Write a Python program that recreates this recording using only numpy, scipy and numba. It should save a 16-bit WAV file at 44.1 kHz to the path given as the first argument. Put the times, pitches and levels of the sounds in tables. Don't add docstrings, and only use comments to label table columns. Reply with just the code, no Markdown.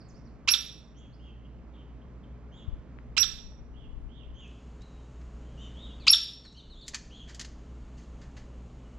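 import sys
import numpy as np
from scipy import signal
from scipy.fft import rfft, irfft, next_fast_len
from scipy.io import wavfile
from scipy.ndimage import uniform_filter1d
from numba import njit

SR = 44100
rng = np.random.default_rng(int(sys.argv[2]) if len(sys.argv) > 2 else 0)


def generate_wav(sig):
    pcm = np.round(np.clip(np.atleast_2d(sig).T, -1, 1) * 32767).astype(np.int16)
    wavfile.write(sys.argv[1], SR, pcm)


N = 396018
T = np.arange(N) / SR

# flip_s, drop_s, top_hz, arch_hz, flip_db, drop_db, octave_db, buzz_db
CALLS = [(0.4883, 0.536, 5636, 139.1, -14.5, -9, -19.5, -21),
         (3.180, 3.228, 5722, 170.1, -16, -12, -28, -20),
         (6.0805, 6.1318, 5577, 399.8, -15.5, -4.5, -21.5, -29.5)]
# time_s, level_db
ECHO_FLUTTER = [
    [(.4895, -13.5), (.495, -20.5), (.510, -28.5), (.52, -16.5), (.532, -24.5), (.536, -27.5)],
    [(3.1815, -23), (3.188, -14.5), (3.197, -24.5), (3.211, -21), (3.222, -16), (3.228, -25.5)],
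    [(6.084, -7.5), (6.088, -24.5), (6.096, -21), (6.105, -7), (6.112, -25), (6.122, -26.5), (6.1295, -8),
     (6.1315, -21)],
]
# multiple (of half the whistle's pitch), level_db
BUZZ_TONES = [(1, -2), (3, 1), (5, -5.5), (7, -12)]
# pitch_hz, gain_db
THROAT = [(500, -10), (900, -3.5), (1500, -3.5), (3000, 1.5), (6500, 2.5), (8000, -3), (9500, -14),
          (11300, -13.5), (12000, -30)]
# start_s, level_db, rise_s, fade_s, brightness_db_per_octave
TAPS = [(4.476, -58, 0.00095, .03, 3), (4.819, -49, .001, 0.032, -1), (5.213, -48.5, 0.0017, .05, -11),
        (6.448, -44.5, 0.0036, 0.085, -8), (6.523, -54, .003, 0.092, 1.5), (6.862, -46, 0.012, 0.051, 2),
        (6.880, -25.5, 0.00092, 0.064, 2.5), (6.934, -35, 0.005, .03, -6),
        (6.944, -21.5, 0.0017, 0.0786, -2), (7.272, -43, 0.026, 0.19, -4.5),
        (7.346, -39.5, 0.00094, 0.092, 1), (7.3948, -28, .001, 0.071, -1),
        (7.4116, -29.5, 0.0012, 0.061, -0.5), (7.446, -36.5, 0.0019, 0.081, -2.5),
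        (7.965, -54, 0.021, 0.34, -3), (8.033, -58.5, 0.0019, .05, 2.5), (8.21, -49.5, 0.0079, 0.2, -6.5),
        (8.364, -45.5, 0.0055, 0.22, -6)]
# pitch_hz, half_width_hz, level_db
FRAME_NOTES = [(1820, 320, 0), (3070, 850, -6.5), (4660, 490, 1.5), (5590, 304, -7), (6300, 150, 5),
               (7170, 450, 4)]
# start_s, length_s, peak_hz, arch_depth (0-1), level_db, lower_voice_db, octave_db
CHEEPS = [(.948, .12, 3320, .6, -63.5, -67, -30), (1.192, 0.12, 3314, 0.88, -62, -61.5, -22.5),
          (2.519, 0.12, 3536, 0.94, -58, -62.5, -15.5), (3.738, 0.13, 3420, .95, -61, -61, -36.5),
          (4.088, .16, 3490, .8, -60, -58, -37), (4.34, 0.13, 3300, 0.39, -58, -55.5, -12.5),
          (5.42, 0.15, 3150, 0.22, -72, -82, -33), (5.576, .11, 3044, 0.16, -54.5, -75.5, -15),
          (5.59, .087, 3580, 0.1, -59, -80.5, -11), (5.758, .16, 3750, 0.92, -53, -59, -26),
          (6.546, 0.064, 3100, .4, -56, -73.5, -12), (6.754, .1, 3627, 0.38, -54, -74, -19),
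          (7.105, .14, 3374, .9, -53, -68, -16)]
# start_s, length_s, start_hz, end_hz, level_db
HOARSE_CHIRPS = [(.002, .028, 5400, 4340, -58), (.084, 0.032, 7600, 4500, -60.5),
                 (.964, .033, 5470, 7030, -63.5), (1.126, .031, 4200, 5060, -64.5),
                 (1.446, 0.019, 3120, 2900, -61.5), (1.735, .09, 3290, 2905, -63.5),
                 (2.014, .011, 3400, 3000, -65.5), (2.234, .015, 3360, 3000, -64),
                 (6.0, .064, 4750, 3136, -55.5), (7.123, 0.078, 3970, 4200, -66)]
# start_s, length_s, start_hz, end_hz, level_db
CLEAR_CHIRPS = [(.14, .044, 4200, 5880, -63), (.25, 0.035, 6100, 4000, -66), (4.81, 0.034, 3730, 4113, -61),
                (4.85, .2, 3929, 3770, -76), (4.95, .07, 2350, 3397, -74.5), (5.99, 0.058, 2833, 2202, -64),
                (6.441, .05, 4580, 3760, -48.5), (6.569, .045, 4643, 3407, -50),
                (6.699, .05, 4390, 3500, -52), (6.813, .045, 4626, 3650, -51),
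                (8.842, 0.037, 2970, 2900, -69)]
# time_s, level_db
GUSTS = [(0, -60), (2.3, -66), (2.62, -66.5), (2.74, -48), (2.87, -57), (3.4, -48.5), (3.78, -54),
         (3.9, -50), (4.07, -45), (4.14, -62), (4.3, -47), (4.6, -66), (4.72, -54), (6.12, -53), (6.3, -60),
         (7.0, -49.5), (7.7, -56), (8.38, -51), (8.8, -58), (8.98, -49)]
# time_s, level_db, pitch_hz
THUMPS_AND_TICK = [(2.6837, -25.5, 68), (2.734, -29, 48), (2.988, -39, 1600)]
# pitch_hz, level_db
HUM_TONES = [(59.5, -49.5), (120, -60), (180, -79.5), (235, -66.5), (423, -69.5)]
# pitch_hz, gain_db
AIR_COLOUR = [(25, -32.5), (43, -10.5), (65, -1), (86, -21), (115, -10), (225, -11.5), (367, -20.5),
              (584, -24.5), (1500, -33.5), (3300, -46.5), (4500, -53), (7000, -53), (8500, -70.5),
              (12000, -82)]
# pitch_hz, gain_db
HISS_COLOUR = [(1470, -48.5), (2500, -6.5), (2840, 2), (3530, -4.5), (4320, -7), (5210, -10.5),
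               (6780, -2.5), (10900, -35), (15000, -30.5)]
# time_s, air_db, fridge_db
SWELLS = [(0, 0.5, 0), (1, -2.5, -2), (2, 0, 1.5), (3, 0.5, 1), (4, -1.5, 0), (5, -1.5, 3), (5.8, 0.5, 4.5),
          (6.6, -3, -1), (7.5, -2, 1.5), (8.3, -0.5, 1.5), (9, -1.5, 1)]
# delay_s, gain_db
NEAR_WALLS = [(.0046, -9), (.0097, -12), (.0152, -14), (.0215, -15)]
# pitch_hz, fade_s, gain_db
KITCHEN_ECHO = [(500, 0.35, -1.5), (2000, 0.49, 3.5), (3500, .5, -2.5), (5663, 0.49, 2), (8200, 0.46, -2.5),
                (11065, 0.39, -6), (14000, 0.22, -7.5)]
# pitch_hz, fade_s, gain_db
TREE_ECHO = [(2000, 0.72, 0.5), (8015, 0.45, -1)]
# time_s, gain_db
LEFT_TREBLE = [(0, -8), (.45, -12.5), (.9, -7.5), (1.5, -7), (2.4, 0.5), (2.9, -12.5), (3.15, -25.5),
               (3.6, -23.5), (4.2, -30), (4.4, -3.5)]

LEAD_S, DROP_S, TAIL_S = .0125, .0036, .017
JOIN_S = (4.36, 4.52)


def woodpecker():
    out = np.zeros(N)
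    for (flip, drop, top_hz, arch_hz, *levels), flutter in zip(CALLS, ECHO_FLUTTER):
        span = slice(int((flip - LEAD_S - .002) * SR), int((drop + TAIL_S + .004) * SR))
        hz = call_pitch(T[span], flip, drop, top_hz, arch_hz)
        curves = call_levels(T[span], flip, drop, np.abs(top_hz - hz), flutter, *levels)
        hz, whistle_db, buzz_db, octave_db = (uniform_filter1d(c, size=40) for c in (hz, *curves))
        phase = np.pi * np.cumsum(hz * (1 + .0021 * wobble(600)[span])) / SR
        whistle = undb(whistle_db) * np.sin(2 * phase)
        octave = undb(octave_db + 1.6 * wobble(1200)[span]) * np.sin(4 * phase)
        buzz = sum(undb(db + 3 * wobble(700)[span]) * np.sin(k * phase) for k, db in BUZZ_TONES)
        breath = (undb(whistle_db - 25) + undb(buzz_db - 7.5)) * rng.standard_normal(len(hz))
        out[span] += np.sqrt(2) * (whistle + octave + colour(undb(buzz_db) * buzz + breath, THROAT))
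    return out


def call_pitch(t, flip, drop, top_hz, arch_hz):
    def arch(t):
        return top_hz - arch_hz * (2 * (t - flip) / (drop - flip) - 1.35) ** 2

    start_hz, flip_hz, landing_hz = 1878, 2798, 3977
    leap_s, slide_hz_per_s = .0016, 85000
    lead = np.interp(t, [flip - LEAD_S, flip], [start_hz, flip_hz])
    hold = arch(t) - (arch(flip) - flip_hz) * np.exp(-np.abs(t - flip) / leap_s)
    drop_left = np.clip(1 - (t - drop) / DROP_S, 0, 1) ** 2
    slide = landing_hz + (arch(drop) - landing_hz) * drop_left - slide_hz_per_s * (t - drop)
    return np.select([t < flip, t < drop], [lead, hold], slide)


def call_levels(t, flip, drop, below_top_hz, flutter, flip_db, drop_db, octave_db, buzz_db):
    start, landing, end = flip - LEAD_S, drop + DROP_S, drop + TAIL_S
    fade_db_per_s = 2600
    swell = [(start, flip_db - 30), ((start + flip) / 2, flip_db - 9), (flip, flip_db)]
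    fade = [(landing, drop_db), (end, drop_db - fade_db_per_s * (end - landing))]
    whistle = curve(t, [*swell, *flutter, *fade])
    buzz = curve(t, [(flip - .004, -32), (flip, buzz_db), (flip + .0077, -56),
                     (drop - .003, -56), (drop, -36.5)])
    octave = np.select([t < flip, t < drop], [-39, octave_db - .26 * below_top_hz], whistle - 25)
    edges = curve(t, [(start - .001, -34.5), (start, 0), (end, 1.5), (end + .004, -35)])
    return whistle + edges, buzz + edges, octave + edges


def claws(size=8192):
    hz, t = np.maximum(np.arange(size // 2 + 1) * SR / size, 1), T[:size]
    ring = undb(-12.5) + sum(undb(db) / (1 + ((hz - note) / width) ** 2)
                             for note, width, db in FRAME_NOTES)
    ring *= (hz / 1200) ** 2 / (1 + (hz / 1200) ** 2)
    ring /= 1 + (hz / 8500) ** 4
    out = np.zeros(N + size)
    for start, db, rise_s, fade_s, brightness in TAPS:
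        grit = rfft(rng.standard_normal(size))
        scrape = irfft(grit * ring * undb(brightness * np.log2(hz / 4000)))
        loudness = np.minimum(t / rise_s, undb(-60 * (t - rise_s) / fade_s))
        out[int(start * SR):][:size] += set_level(scrape, db - 7.5) * loudness
    return out[:N]


def garden_birds():
    out, warble = np.zeros(N), wobble(900)

    def chirp(start, length, pitches, db, warble_hz, octave_db=-30):
        span = slice(int(start * SR), int((start + length) * SR))
        u = (T[span] - start) / length
        first, middle, last = pitches
        hz = first * (1 - u) * (1 - 2 * u) + 4 * middle * u * (1 - u) + last * u * (2 * u - 1)
        phase = 2 * np.pi * np.cumsum(hz + warble_hz * warble[span]) / SR
        tone = np.sin(phase) + undb(octave_db) * np.sin(2 * phase)
        out[span] += undb(db) * np.abs(np.sin(np.pi * u)) ** .2 * tone

    for start, length, peak_hz, depth, db, lower_db, octave_db in CHEEPS:
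        upper = peak_hz * (1 - depth * np.array([.21, 0, .15]))
        lower = peak_hz * np.array([.92, .86, .77])
        chirp(start, length, upper, db, warble_hz=120, octave_db=octave_db)
        chirp(start + .4 * length, .59 * length, lower, lower_db, warble_hz=120)
    for table, warble_hz in ((HOARSE_CHIRPS, 230), (CLEAR_CHIRPS, 25)):
        for start, length, start_hz, end_hz, db in table:
            middle_hz = start_hz + .56 * (end_hz - start_hz)
            chirp(start, length, (start_hz, middle_hz, end_hz), db, warble_hz)
    return add_echo(out, TREE_ECHO, echo_db=-1.5, rise_s=.0018)


def wind():
    rumble = colour(rng.standard_normal(N), [(8, -26), (25, 1), (45, 0), (120, -21.5), (400, -71.5)])
    out = set_level(rumble, 0) * undb(curve(T, GUSTS) + 1.9 * wobble(17))
    for time_s, db, hz in THUMPS_AND_TICK:
        cycles = hz * (T - time_s)
        pulse = np.exp(-np.where(cycles < 0, 3.5 * cycles, 1.5 * cycles) ** 2)
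        out -= undb(db) * np.sin(2 * np.pi * cycles) * pulse
    return out


def fridge():
    out = np.zeros(N)
    for hz, db in HUM_TONES:
        loudness = np.sqrt(2) * undb(db + .4 * wobble(6))
        out += loudness * np.sin(2 * np.pi * np.cumsum(hz + .6 * wobble(8)) / SR)
    return out


def soft_noise(points, db):
    out = np.zeros(N)
    for hz in 30 * 2. ** np.arange(10):
        band = [(hz / 2, -40), (hz / 1.9, -3), (hz, 0), (hz * 1.41, -3), (hz * 2, -40)]
        out += colour(rng.standard_normal(N), band) * undb(.37 * wobble(4.2))
    return set_level(colour(out, points), db)


def add_echo(sound, place, echo_db, rise_s):
    t, tail = T[:SR], 0
    place_hz, fade_s, gain_db = np.transpose(place)
    for hz in 500 * 2 ** np.arange(0, 5.1, .5):
        band = [(hz / 1.2, -60), (hz / 1.19, 0), (hz * 1.19, 0), (hz * 1.3, -60)]
        fade = undb(-60 * t / np.interp(np.log(hz), np.log(place_hz), fade_s))
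        tail = tail + colour(rng.standard_normal(SR), band) * fade
    tail *= 1 - np.exp(-t / rise_s)
    tail = colour(tail / np.sqrt(np.sum(tail ** 2)), np.transpose([place_hz, gain_db + echo_db]))
    return sound + signal.fftconvolve(sound, tail[:3 * SR // 4])[:N]


def ducked_left_side(birds, room):
    treble_db = curve(T, LEFT_TREBLE)
    low = colour(birds, [(2500, 5), (5000, -12.5), (10000, -31)])
    birds = low * undb(.54 * treble_db) + np.roll(birds - low, -1) * undb(treble_db)
    room = colour(room, [(60, -2.5), (250, -2), (1000, -5), (8000, -2)])
    return np.roll(birds + room, 2)


@njit
def follow_loudness(size, rise_s, fall_s):
    out, now = np.empty(len(size)), 0.
    for i in range(len(size)):
        now += (size[i] - now) / (SR * (rise_s if size[i] > now else fall_s))
        out[i] = now
    return out


def undb(db):
    return 10 ** (np.asarray(db) / 20)


def set_level(sound, db):
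    return sound * undb(db) / np.sqrt(np.mean(sound ** 2))


def curve(t, points):
    return np.interp(t, *np.transpose(points))


def colour(sound, points):
    hz, db = np.transpose(points)
    n = sound.shape[-1]
    size = 2 * next_fast_len(n // 2 + 1)
    all_hz = np.maximum(np.arange(size // 2 + 1) * SR / size, 1)
    looped = np.concatenate([sound, sound[..., :size - n]], axis=-1)
    return irfft(rfft(looped) * undb(np.interp(np.log(all_hz), np.log(hz), db)), size)[..., :n]


def wobble(rate_hz):
    hold = int(SR / rate_hz)
    steps = np.repeat(rng.standard_normal(N // hold + 1), hold)
    return 1.3 * uniform_filter1d(uniform_filter1d(steps, hold), hold)[:N]


def scene():
    joined = np.interp(T, JOIN_S, [0, 1])
    swell_s, air_db, fridge_db = np.transpose(SWELLS)
    calls = woodpecker()
    dulled = colour(calls, [(6000, -3.5), (10000, -6)])
    calls += sum(undb(db) * np.roll(dulled, int(delay * SR)) for delay, db in NEAR_WALLS)
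    birds = add_echo(calls, KITCHEN_ECHO, echo_db=-8.5, rise_s=.0013) + garden_birds()
    birds += add_echo(claws(), KITCHEN_ECHO, echo_db=-15, rise_s=.004)
    room = soft_noise(AIR_COLOUR, db=-49) + joined * soft_noise(HISS_COLOUR, db=-71)
    room *= undb(np.interp(T, swell_s, air_db))
    hum = undb(np.interp(T, swell_s, fridge_db)) * fridge()
    wide_air = (1 - joined) * soft_noise(AIR_COLOUR, db=-61)
    gusts = wind()
    left = joined * (birds + room) + (1 - joined) * ducked_left_side(birds, room)
    left += wide_air + hum + gusts * (2 - joined)
    right = birds + room - wide_air + hum + gusts * joined
    return np.array([left, right])


def record(dry):
    limit_db, mirror_hz, mirror_width_hz, top_hz = -32.5, 12000, 3400, 15600
    loudness = follow_loudness(np.abs(dry).mean(axis=0), rise_s=.08, fall_s=.6)
    volume = np.minimum(1, undb(limit_db) / (loudness + 1e-9)) ** .38
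    size = 2 * next_fast_len(N // 2 + 1)
    spectrum = rfft(dry * volume, size)
    fold, reach = int(mirror_hz * size / SR), int(mirror_width_hz * size / SR)
    spectrum[:, fold:fold + reach] = undb(-10.5) * np.conj(spectrum[:, fold:fold - reach:-1])
    dips = [(11500, 0), (12000, -8), (12600, 0), (13500, 0), (14300, -15), (15000, -11), (15500, -14)]
    sound = colour(irfft(spectrum, size)[:, :N], dips)
    return signal.sosfilt(signal.ellip(8, .2, 70, top_hz, fs=SR, output="sos"), sound)


dry = scene()
out = record(dry)
generate_wav(out)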